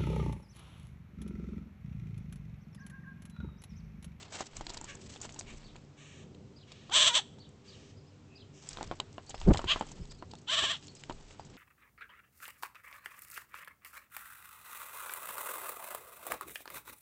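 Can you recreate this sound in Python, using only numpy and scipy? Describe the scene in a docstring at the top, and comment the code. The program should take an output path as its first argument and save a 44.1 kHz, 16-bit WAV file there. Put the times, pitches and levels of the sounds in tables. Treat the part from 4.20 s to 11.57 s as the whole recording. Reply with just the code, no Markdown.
"""Blackbirds at a hanging plastic seed feeder, close to the microphone, over a suburban yard's wash and hum.
At first they shuffle and peck: brushing noise, sharp cracks and short rings of the tray. Short broad puffs, probably
of wings, come at 0.7 and 1.3 s, sparrows chirp from 1.4 s in gliding tones, and far rasps answer from 1.8 s. At 2.7 s
a near bird rasps with two voices at once. A faint whistle follows at 4 s, then from 4.4 s more shuffling and hard
landings. At about 5.3 s low noise buffets the microphone. 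Near rasps return at 5.5 and 6.3 s; house fronts echo."""
import sys
import numpy as np
from scipy import signal
from scipy.fft import rfft, irfft
from scipy.io import wavfile
from scipy.ndimage import uniform_filter1d

SR = 44100
rng = np.random.default_rng(int(sys.argv[2]) if len(sys.argv) > 2 else 0)


def digitize_waveform(pressure):
    """Quantize a signal to 16-bit integers and store it at the path in sys.argv[1].

    Rows of a 2-D input are taken as channels; values are limited to [-1, 1].
    """
    field = np.atleast_2d(pressure).T
    bounded = np.clip(field, -1, 1)
    quanta = np.round(bounded * 32767).astype(np.int16)
    wavfile.write(sys.argv[1], SR, quanta)


N = 325017  # length of the scene in samples
T = np.arange(N) / SR  # time in seconds

# The steady wash of the yard. Each row: frequency in Hz, relative level in dB per Hz.
YARD_COLOUR = [(12, -42.5), (20, -37.5), (86, -4), (180, -8), (239, -7), (324, -19.5), (398, -9),
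               (452, -17.5), (569, -21), (1840, -33), (2260, -32), (2510, -32), (7530, -38), (9000, -62.5),
               (11700, -90), (19800, -120)]
YARD_DB = -57
# A distant machine's hum. Each row: frequency in Hz, level in dB.
HUM = [(96.9, -64.5), (145.3, -63), (296.1, -68.5), (393.0, -78), (495.3, -76)]
# Puffs of breeze on the microphone. Each row: time of the crest in seconds, level in dB.
PUFFS = [(.43, -46), (1.05, -58), (1.33, -49), (2.87, -72), (4.59, -51.5), (5.26, -38), (5.52, -45.5),
         (5.81, -49), (6.96, -50.5)]
PUFF_RISE_DB_PER_S, PUFF_FALL_DB_PER_S, CALM_DB = 135.5, 61.5, -77.5

# A faint level whistle far off. One row: start in seconds, length in seconds, pitch in Hz, level in dB.
WHISTLE = (4.05, .21, 2599, -68.5)
# The shape of a sparrow's chirp. Each row: time in seconds, pitch in Hz before the note's own factor,
# level in dB relative to the note.
CHIRP_SHAPE = [(0, 3970, -6), (.008, 4740, 4.5), (.024, 4866, 3), (.032, 3950, 3), (.042, 3165, -19),
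               (.05, 3346, -1), (.062, 4200, 3), (.068, 3300, -3.5), (.085, 2800, 6.5), (.09, 2700, -25)]
# Sparrow notes. Each row: start in seconds, level in dB, pitch factor, share of the chirp that is sung.
CHIRPS = [(1.436, -62, 0.94, 0.82), (2.357, -63.5, 1.02, 0.97), (3.195, -61, 0.94, 0.85),
          (3.474, -59.5, 0.99, 0.95), (3.766, -70.5, 1.04, 0.37), (3.865, -73, 1.07, 0.38),
          (4.15, -60, 1.02, 0.93), (5.065, -62.5, .95, 0.44), (5.807, -67, 1.07, 0.37),
          (5.895, -59.5, 1.02, 0.36), (5.94, -78, 0.69, .3), (5.98, -67, 0.9, 0.29),
          (6.155, -71, 0.92, 0.4), (6.678, -60.5, 0.92, 0.33), (6.755, -65, 1.06, 0.41),
          (5.14, -62, 1.1, 0.37), (7.191, -66, 1, .3)]
# Two short broad puffs, probably of wings, at 0.7 and 1.3 s, then far rasps from 1.8 s. Each row: start in seconds,
# length in seconds, level in dB, size factor of the three lower resonances, size factor of the two upper ones,
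# lift of the upper ones in dB, widening factor of all resonances.
PUFFS_AND_FAR_RASPS = [(0.668, 0.061, -44.5, 0.52, 0.84, -4, 4.7),
                       (1.259, 0.075, -51.5, 0.73, 0.95, -3, 2.7),
                       (1.762, .29, -58.5, 0.77, 0.87, -1.5, 3.6), (2.459, 0.31, -61.5, 0.88, 0.8, -9, 4.1),
                       (3.435, 0.3, -62, 0.81, 0.77, 0, 4.8), (4.324, 0.29, -62.5, 0.82, 0.82, 7.5, 3.2)]

# Lumps of low turbulence on the microphone; the rows from 5.255 to 5.351 s shape one buffet.
# Each row: middle in seconds, level in dB, half length in seconds, top of the turbulence in Hz.
LUMPS = [(5.255, -30.5, .02, 70.4), (5.287, -11.5, 0.015, 207), (5.31, -16.5, 0.011, 373),
         (5.319, -16.5, 0.01122, 101), (5.351, -32.5, 0.036, 120), (5.458, -35.5, 0.015, 89),
         (5.814, -36, .018, 100), (6.429, -38.5, 0.00612, 300), (1.339, -46.5, 0.014, 247),
         (.39, -44, .03, 89.5), (4.676, -47, 0.043, 90)]
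# Feathers and feet brushing the feeder, one table a spell of shuffling. Each row: time in seconds, level in dB,
# brightness (treble above that level) in dB.
RUSTLE_SPELLS = [
    [(0.0, -64, 0.5), (0.192, -66.5, 2), (0.578, -55.5, 1.5), (0.9, -69.5, 7), (1.092, -63.5, 7),
     (1.388, -61.5, 2), (1.65, -69, -8)],
    [(4.42, -65, 7.5), (4.642, -56, -1.7), (4.784, -66.5, -1), (5.092, -68.5, 2), (5.268, -54.5, 1),
     (5.56, -56, -2), (5.696, -59.5, 1), (6.046, -82.5, 11), (6.58, -79, 18.5), (6.884, -64.5, 5.5),
     (7.37, -66.5, 3.5)],
]
# The colour of the brushing. Each row: frequency in Hz, relative level in dB per Hz.
RUSTLE_COLOUR = [(180, -47.5), (300, -7), (629, -0.5), (1540, -5.5), (3100, -6), (3890, -8.5), (6130, -11),
                 (7920, -11), (9000, -31), (11700, -52), (19800, -120)]
# Wing and tail feathers sweeping past. Each row: middle in seconds, level in dB, half length in seconds,
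# brightness in dB.
SWISHES = [(.01, -59.5, 0.018, 8.5), (0.054, -60, 0.0072, 1), (0.147, -44.5, 0.022, 6),
           (0.205, -46.5, 0.025, 1.5), (0.265, -64.5, 0.01, 16.5), (0.374, -56, 0.012, 8),
           (0.547, -52.5, 0.005, 0), (0.868, -63, 0.0085, 12.5), (0.901, -57.5, .008, 11),
           (0.941, -61, 0.02, 11), (1.041, -60.5, 0.02, 14), (1.048, -61, 0.015, 2), (4.508, -71, 0.01, 26),
           (4.645, -62, 0.0055, 8), (5.337, -53.5, 0.0046, 16.5), (5.381, -49, 0.005, 8),
           (5.562, -49.5, 0.033, -8), (5.919, -58, 0.006, 9.5), (6.765, -69, 0.0096, 16)]

# The clear blows of claws, bill and seed. Each row: start in seconds, crack level in dB, crack centre in Hz,
# tray ring level in dB, length in seconds (the crack loses 32 dB in it).
TAPS = [(0.0273, -37, 3500, -50, 0.014), (0.208, -28.5, 6720, -24, .006), (0.3675, -29, 6400, -53, 0.0087),
        (0.4107, -30, 2240, -31.5, 0.015), (0.4678, -28.5, 3960, -37.5, 0.0068),
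        (0.495, -30.5, 4100, -38, 0.015), (0.5035, -34, 4260, -36, .018), (0.5404, -37, 6740, -40.5, 0.02),
        (0.571, -32.5, 4600, -35.5, 0.011), (0.6138, -29.5, 7280, -35, .004), (0.643, -34, 6630, -41, .012),
        (0.752, -38, 7500, -45, .014), (0.961, -37.5, 2970, -39.5, 0.017), (1.014, -29.5, 7190, -45, .018),
        (1.052, -37, 6910, -31.5, 0.017), (1.0929, -36.5, 3240, -43, 0.0099),
        (1.124, -40, 6960, -63, 0.0062), (1.1625, -44, 3360, -42.5, .011), (1.19, -26, 6860, -44, 0.022),
        (1.2102, -30, 3400, -39.5, 0.0034), (1.5579, -39, 3000, -40.5, 0.02),
        (2.1467, -49, 3700, -63, 0.013), (2.5194, -37.5, 4140, -45.5, .013),
        (2.6973, -39, 3300, -35.5, 0.012), (3.186, -48, 4440, -50, 0.021), (3.2904, -50, 7560, -70, .012),
        (4.49, -24.5, 7970, -61, 0.0049), (4.5313, -32, 5370, -60, .0077),
        (4.573, -28, 3020, -32.5, 0.0041), (4.5873, -50, 2220, -30, .012), (4.6114, -45, 2920, -25, .012),
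        (4.6295, -24.5, 4500, -33, 0.0037), (4.7143, -40, 2180, -21.5, 0.0078),
        (4.7226, -51, 2810, -30, .012), (4.801, -20, 3220, -25, 0.0072), (4.9822, -54, 2740, -28.5, 0.016),
        (5.095, -34, 6900, -42, .017), (5.1038, -37, 3440, -41, 0.025), (5.145, -36.5, 2310, -29.5, 0.021),
        (5.1996, -37.5, 5960, -55, 0.023), (5.2154, -31, 3060, -36, 0.014), (5.309, -48, 2100, -34, .012),
        (5.337, -29, 3020, -38, .01), (5.3464, -28, 2540, -22.5, .017), (5.359, -35, 2900, -25, .01),
        (5.3728, -23, 3690, -40, 0.011), (5.394, -35, 2710, -21.5, .0091), (5.417, -37.5, 4100, -33, .0085),
        (5.4433, -34.5, 2830, -25, 0.0098), (5.5615, -48, 3220, -21.5, .011), (5.594, -40, 7160, -45, .01),
        (5.6114, -29.5, 2360, -19.5, 0.011), (5.625, -40, 2870, -30, .012), (5.668, -41.5, 7120, -46, .011),
        (5.717, -37, 7390, -45, .014), (5.908, -42, 4930, -59, .02), (6.026, -50, 2690, -30.5, .012),
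        (6.111, -41, 4220, -52, 0.014), (6.137, -40.5, 4340, -35.5, 0.01), (6.154, -38.5, 4400, -53, .0052),
        (6.4386, -30, 3010, -26.5, 0.0091), (6.671, -39, 6800, -63, .01), (6.682, -37, 4400, -63, .008),
        (6.7521, -39, 7740, -57, .0092), (6.8377, -31.5, 3100, -66, 0.0038),
        (6.8985, -37, 2500, -25.5, 0.012), (6.9104, -54, 2840, -29.5, .012), (6.923, -39.5, 4660, -48, .01),
        (7.1084, -41.5, 2900, -48, 0.0073), (7.1973, -51, 2860, -32.5, .012)]
# The ringing tones of the tray, before each blow's own shift. Each row: frequency in Hz, relative level in dB,
# time to fall by 60 dB in seconds.
TRAY = [(350.6, -5, 0.057), (516, -8, 0.029), (772, 3, 0.02), (942, 6, .025), (1255, -1, 0.009),
        (1650, -26, 0.009), (2520, -18, 0.0057), (2890, -10, 0.014)]
# Faint ticks of falling seed: level above the rustle's treble, scatter either way, tray ring against the crack.
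TICK_DB, TICK_SCATTER_DB, TICK_RING_DB = 11.5, 8.5, -10
TICKS_PER_S, TICK_S, TICK_LOW_HZ, TICK_HIGH_HZ = 12, .01, 3000, 7500

# Three resonances of the windpipe, then two of the open bill, before each call's own factors.
# Each row: frequency in Hz, width in Hz, level in dB.
THROAT = [(1920, 1270, -21.5), (3357, 520, 1), (4080, 1200, -12), (5920, 640, -10.5), (7570, 880, -7.5)]
# Near rasps, one table a call, a point at each crest and trough of the throb. Each row: time in seconds,
# pitch of the low voice in Hz, level of the rasp in dB.
NEAR_CALLS = [
    [(2.7, 399.5, -63), (2.72, 439.6, -40.5), (2.737, 522, -26.5), (2.772, 653.2, -21), (2.794, 563, -26),
     (2.826, 651, -21), (2.85, 547, -27), (2.882, 689.7, -21), (2.9, 500, -33.5), (2.925, 470.8, -38.5),
     (2.942, 517, -31.5), (2.953, 565.6, -23.5), (2.97, 659.6, -24), (2.99, 450.6, -30.5), (3.01, 408, -48)],
    [(5.468, 432.5, -50), (5.488, 540, -30), (5.52, 688, -26), (5.535, 637, -32), (5.552, 438, -53)],
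    [(6.262, 410.5, -58), (6.283, 445.4, -41), (6.298, 520.3, -34), (6.338, 682, -27),
     (6.362, 572.4, -33.5), (6.392, 680.6, -25), (6.415, 550.3, -34.5), (6.443, 681, -28),
     (6.475, 545, -37), (6.514, 702, -29), (6.535, 520, -40), (6.552, 429, -43), (6.58, 400, -50)],
]
# The voice of each near call. Each row: throat size factor, bill size factor, bill level in dB, level of the voices'
# sum tone in dB, high voice pitch factor, low voice lift in dB, high voice lift in dB, how much more both voices
# follow the rasp in dB per dB.
VOICES = [(0.96, 1.01, -0.5, -6, .995, -0.6, 0.6, 0.05), (0.89, 0.876, -12, -19, 1.06, -5, .5, .6),
          (0.94, 0.98, -5.5, 1, 1.04, -5, 1, .9)]
# One number a near call: a factor on breath and on unsteadiness of pitch and level.
HOARSENESS = [.85, 1.5, 1.3]
# Tighter membranes: what goes with the low voice's pitch, before each call's own factor and lifts.
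# Each row: low voice in Hz, high voice in Hz, low voice level in dB, high voice level in dB.
EFFORT = [(401, 640, -76, -52.5), (439.8, 826, -65, -43), (472.3, 945, -57, -41), (520.4, 985, -51, -44),
          (560, 1000, -47, -42), (651.4, 1105, -39, -41), (699, 1140, -39, -38.5)]
FULL_RASP_DB = -25  # the rasp level at which the two bare voices get no extra lift or sag

EDGE_HZ = 9200  # the band limit of the recorder


def gain_of(db):
    """Turns decibels into a plain multiplier."""
    return 10 ** (np.asarray(db) / 20)


def evened(x):
    """Scales a sound to rms 1."""
    return x / np.sqrt(np.mean(x ** 2) + 1e-20)


def add(mix, s, sound):
    """Adds a sound at s seconds, cut off at the end of the mix."""
    part = mix[max(round(s * SR), 0):][:len(sound)]
    part += sound[:len(part)]


def low(x, hz):
    """Keeps what lies below hz."""
    return signal.sosfilt(signal.butter(2, hz, fs=SR, output="sos"), x)


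def resonate(x, hz, width):
    """Shifts hz down to zero, smooths, and shifts back: a resonance of gain 1."""
    turn = np.exp(2j * np.pi * hz * np.arange(len(x)) / SR)
    r = np.exp(-np.pi * width / SR)
    return 2 * (turn * signal.lfilter([1 - r], [1, -r], x / turn)).real


def resonate_twice(x, hz, width):
    """Two equal resonances in a row fall off more steeply."""
    return resonate(resonate(x, hz, width), hz, width)


def coloured(x, points):
    """Gives x a spectrum drawn on a log-frequency axis, rms 1."""
    f, db = np.transpose(points)
    hz = np.fft.rfftfreq(len(x), 1 / SR)
    curve_db = np.interp(np.log(hz + 1), np.log(f), db)
    return evened(irfft(rfft(x) * gain_of(curve_db), len(x)))


def wander(count, span):
    """Slow chance of rms 1 that changes over span seconds."""
    size = max(int(span * SR), 2)
    return evened(uniform_filter1d(uniform_filter1d(rng.standard_normal(count), size), size))


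def breeze_db():
    """Each puff swells quickly and dies slowly, down to a calm."""
    puffs = []
    for s, db in PUFFS:
        slope = np.where(T < s, PUFF_RISE_DB_PER_S, PUFF_FALL_DB_PER_S)
        puffs.append(db - slope * abs(T - s))
    return np.maximum(np.max(puffs, axis=0), CALM_DB)


def yard():
    """Steady wash whose low part swells, a wavering hum, and breeze on the microphone."""
    wash = gain_of(YARD_DB) * coloured(rng.standard_normal(N), YARD_COLOUR)
    swell = gain_of(3.0 * wander(N, 0.12))
    wash = wash + (swell - 1) * low(wash, 890.0)
    # noise through narrow resonances gives tones that waver
    hum = sum(gain_of(db) * evened(resonate_twice(rng.standard_normal(N), hz, 11.0)) for hz, db in HUM)
    air = coloured(rng.standard_normal(N), [(10, -12.5), (30, 0), (55, -11), (120, -31), (300, -68.0)])
    fizz = gain_of(-87.5) * evened(resonate(rng.standard_normal(N), 8150., 700.))  # the microphone's own hiss peak
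    return wash + hum + fizz + gain_of(breeze_db()) * air


def walls(x, t60):
    """Scattered returns from the house fronts, falling by 60 dB in t60 seconds."""
    t = np.arange(SR // 2) / SR
    arrival = np.clip(t / 0.0075 - .5, 0, 1)
    tail = rng.standard_normal(len(t)) * gain_of(-60 * t / t60) * arrival
    return signal.fftconvolve(x, tail / np.linalg.norm(tail))[:N]


def whistle(s, length, hz, db):
    """A fuzzy steady note: noise through a narrow resonance."""
    note = evened(resonate_twice(rng.standard_normal(round(length * SR)), hz, 220.))
    return s, gain_of(db) * note * np.hanning(len(note))


def chirp(s, db, pitch, share):
    """A whistle with a fast flutter, cut short for the brief notes."""
    at, hz, level_db = np.transpose(CHIRP_SHAPE)
    t = np.arange(0, at[-1] * min(share, 1), 1 / SR)
    turns = np.cumsum(pitch * np.interp(t, at, hz)) / SR
    flutter = 1 + .45 * np.cos(2 * np.pi * 300 * t)
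    level = gain_of(db + np.interp(t, at, level_db))
    return s, level * flutter * np.sin(2 * np.pi * turns) * signal.windows.tukey(len(t), .15)


def turning(hz, unsteady):
    """Phase of a membrane whose pitch is a little unsteady."""
    return 2 * np.pi * np.cumsum(hz * (1 + unsteady * wander(len(hz), 0.0036))) / SR


def mixed(low_hz, high_hz):
    """Two membranes drive each other: a tone at every sum of their multiples."""
    a, b = turning(low_hz, .005), turning(high_hz, .008)
    phase = 2 * np.pi * rng.random((16, 8))
    return evened(sum(.95 ** m * .65 ** n * np.cos(m * a + n * b + phase[m, n])
                      for m in range(1, 16) for n in range(8)))


def throat(x, size, bill, bill_db, spread=1.43):
    """Steep resonances: three of the windpipe, two of the open bill."""
    sizes, lifts = [size] * 3 + [bill] * 2, [0] * 3 + [bill_db] * 2
    voice = 0
    for k, (hz, width, db) in enumerate(THROAT):
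        peak = resonate_twice(x, hz * sizes[k], spread * width)
        voice = voice + (-1) ** k * gain_of(db + lifts[k]) * peak  # neighbours have opposite signs
    return evened(voice)


def puff_or_far_rasp(s, length, db, size, bill, bill_db, spread):
    """Two voices and noise in widened resonances, throbbing and fading: a far rasp, or a broad puff if very short."""
    t = np.arange(0, length, 1 / SR)
    throb = np.cos(2 * np.pi * 18 * t)
    voices = mixed(600 * (1 + 0.0704 * throb), 1080 * (1 + 0.048 * throb)) + rng.standard_normal(len(t))
    body = throat(voices, size, bill, bill_db, spread=max(spread, 1))
    level = gain_of(db + 1.1 * throb - 4.1 * t / length)
    return s, level * body * signal.windows.tukey(len(t), min(0.058 / length, 1))


def turbulence_lump(s, db, half, hz):
    """A lump of low turbulence with a thin rattle of finer eddies at its height."""
    t = np.arange(-2 * half, 2 * half, 1 / SR)
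    noise, bell = rng.standard_normal(12000), np.exp(-(t / half) ** 2)
    swirl = low(low(noise, hz), 2.3 * hz)[-len(t):]  # the end, where the filters have settled
    eddies = low(low(noise, 3. * hz), 4.5 * hz)[-len(t):]
    push = evened(swirl - low(swirl, .3 * hz)) + .12 * bell ** 2 * evened(eddies)
    return s - 2 * half, gain_of(db) * bell * np.tanh(1.21 * push)  # the membrane nears its stop


def rustle():
    """Brushing noise in short clumps: a slow bed and quick sweeps, each with its own brightness."""
    brush = coloured(rng.standard_normal(N) * gain_of(2. * wander(N, 0.0036)), RUSTLE_COLOUR)
    dull = low(brush, 7300.0)
    body, sheen = np.zeros((2, N))  # the loudness of the dull part and of the treble
    for rows in RUSTLE_SPELLS:
        s, db, bright_db = np.transpose(rows)
        body = body + gain_of(np.interp(T, s, db, -120, -120) + 2.5 * wander(N, 0.027))
        sheen = sheen + gain_of(np.interp(T, s, db + bright_db, -120, -120) + 3.75 * wander(N, 0.014))
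    for s, db, half, bright_db in SWISHES:
        t = np.arange(-2 * half, 2 * half, 1 / SR)
        t = t[max(round((2 * half - s) * SR), 0):]  # drop what lies before the scene starts
        bell = np.exp(-(t / half) ** 2)
        add(body, s + t[0], gain_of(db) * bell)
        add(sheen, s + t[0], gain_of(db + bright_db) * bell)
    return body * dull + sheen * (brush - dull)


def ticks():
    """Falling seed: rows like those of TAPS, one at a random place in each short slot of a spell."""
    slots = np.concatenate([np.arange(rows[0][0], rows[-1][0], 1 / TICKS_PER_S) for rows in RUSTLE_SPELLS])
    place, size, bright = rng.random((len(slots), 3)).T
    at, level_db, bright_db = np.concatenate(RUSTLE_SPELLS).T
    s = slots + place / TICKS_PER_S
    db = np.interp(s, at, level_db + bright_db) + TICK_DB + TICK_SCATTER_DB * (2 * size - 1)
    hz = TICK_LOW_HZ * (TICK_HIGH_HZ / TICK_LOW_HZ) ** bright
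    return list(zip(s, db, hz, db + TICK_RING_DB, TICK_S + 0 * db))


def tap(s, crack_db, hz, ring_db, length, seeds):
    """A burst of scratches around hz, and a blow that rings the tray; long scrapes start softly."""
    t = np.arange(len(seeds) - 2 * len(TRAY)) / SR
    noise = seeds[:len(t)]  # seeds are random numbers: noise first, then the tray's shifts
    length = max(length, .002)
    rise = length * np.clip(13.0 * length - .12, .09, .6)
    burst = noise * gain_of(-32 * t / length) * np.minimum(t / rise, 1)
    burst = burst * gain_of(6.0 * np.repeat(seeds[:40], 70)[:len(t)])  # a scrape breaks into slips
    crack = resonate_twice(burst, hz, 3000.) + 0.16 * np.diff(burst, prepend=0)
    crack = crack + .5 * resonate_twice(burst, 6870.0, 1800.)  # the clear hopper wall ticks along
    shifts, weights = seeds[len(t):].reshape(2, -1)  # each blow lands on another spot
    ring = sum(gain_of(db + 4.3 * w - 60 * t / t60) * np.sin(2 * np.pi * f * (1 + 0.066 * d) * t)
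               for (f, db, t60), d, w in zip(TRAY, shifts, weights))
    loose_seed = 0.14 * evened(low(noise, 960.0)) * gain_of(-60 * t / 0.085)  # loose seed jumps
    ring = ring / abs(ring).max() + loose_seed
    return s - .001, gain_of(crack_db) * crack / abs(crack).max() + gain_of(ring_db) * ring


def call(rows, size, bill, bill_db, sum_db, high, low_lift_db, high_lift_db, follow, hoarse):
    """A rasp through the throat, over the bare low tones of both membranes and a little breath."""
    s, pitch, level_db = np.transpose(rows)
    t = np.arange(s[0], s[-1], 1 / SR)
    pitch = np.interp(t, s, pitch)
    steps, *laws = np.transpose(EFFORT)
    controls = [pitch] + [np.interp(pitch, steps, law) for law in laws] + [np.interp(t, s, level_db)]
    # round off the corners between points
    low_hz, high_hz, low_db, high_db, rasp_db = (uniform_filter1d(c, size=350) for c in controls)
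    high_hz = high * high_hz
    sag_db = follow * (rasp_db - FULL_RASP_DB)

    breath = rng.standard_normal(len(t))
    drive = mixed(low_hz, high_hz) + .4 * hoarse * breath
    rasp = gain_of(rasp_db + 1.0 * wander(len(t), 0.0054)) * throat(drive, size, bill, bill_db)

    a, b = turning(low_hz, .008 * hoarse), turning(high_hz, .008 * hoarse)
    low_level = gain_of(low_db + low_lift_db + sag_db + 1.3 * hoarse * wander(len(t), .002))
    lows = low_level * (np.sin(a) + .7 * np.sin(2 * a))
    high_level = gain_of(high_db + high_lift_db + sag_db + 1.3 * hoarse * wander(len(t), .002))
    highs = high_level * (np.sin(b) + 0.39 * np.sin(2 * b) + gain_of(sum_db) * np.sin(a + b))

    husk = gain_of(rasp_db - 19.5) * evened(resonate_twice(breath, 1310.0, 1400.))
    return s[0], (rasp + husk + np.sqrt(2) * (lows + highs)) * signal.windows.tukey(len(t), .1)


def scene():
    """Places every sound in time and adds the echoes of the house fronts."""
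    near, far, feeder, air = np.zeros((4, N))
    add(far, *whistle(*WHISTLE))
    for row in CHIRPS:
        add(far, *chirp(*row))
    for row in PUFFS_AND_FAR_RASPS:
        add(far, *puff_or_far_rasp(*row))
    for row in LUMPS:
        add(air, *turbulence_lump(*row))
    blows = TAPS + ticks()
    for row, seeds in zip(blows, rng.standard_normal((len(blows), 2600))):
        add(feeder, *tap(*row, seeds))
    for rows, voice, hoarse in zip(NEAR_CALLS, VOICES, HOARSENESS):
        add(near, *call(rows, *voice, hoarse))
    early = gain_of(-13) * walls(near, .11) + gain_of(-24) * walls(feeder, .08)
    late = gain_of(-27.5) * walls(near, 0.55) + gain_of(-4.0) * walls(far, 0.19)
    return (near + far + feeder + early + late + rustle() + air + yard())[None]


def record(dry):
    """The microphone fades toward its top, then the band limit over a faint converter hiss."""
    fade = signal.firwin(151, 8500, window=("kaiser", 8), fs=SR)
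    soft = signal.oaconvolve(dry, fade[None], "same")
    edge = signal.firwin(801, EDGE_HZ, window=("kaiser", 9), fs=SR)
    cut = signal.oaconvolve(soft, edge[None], "same")
    return cut + gain_of(-103) * rng.standard_normal(dry.shape)


dry = scene()
out = record(dry)
digitize_waveform(out)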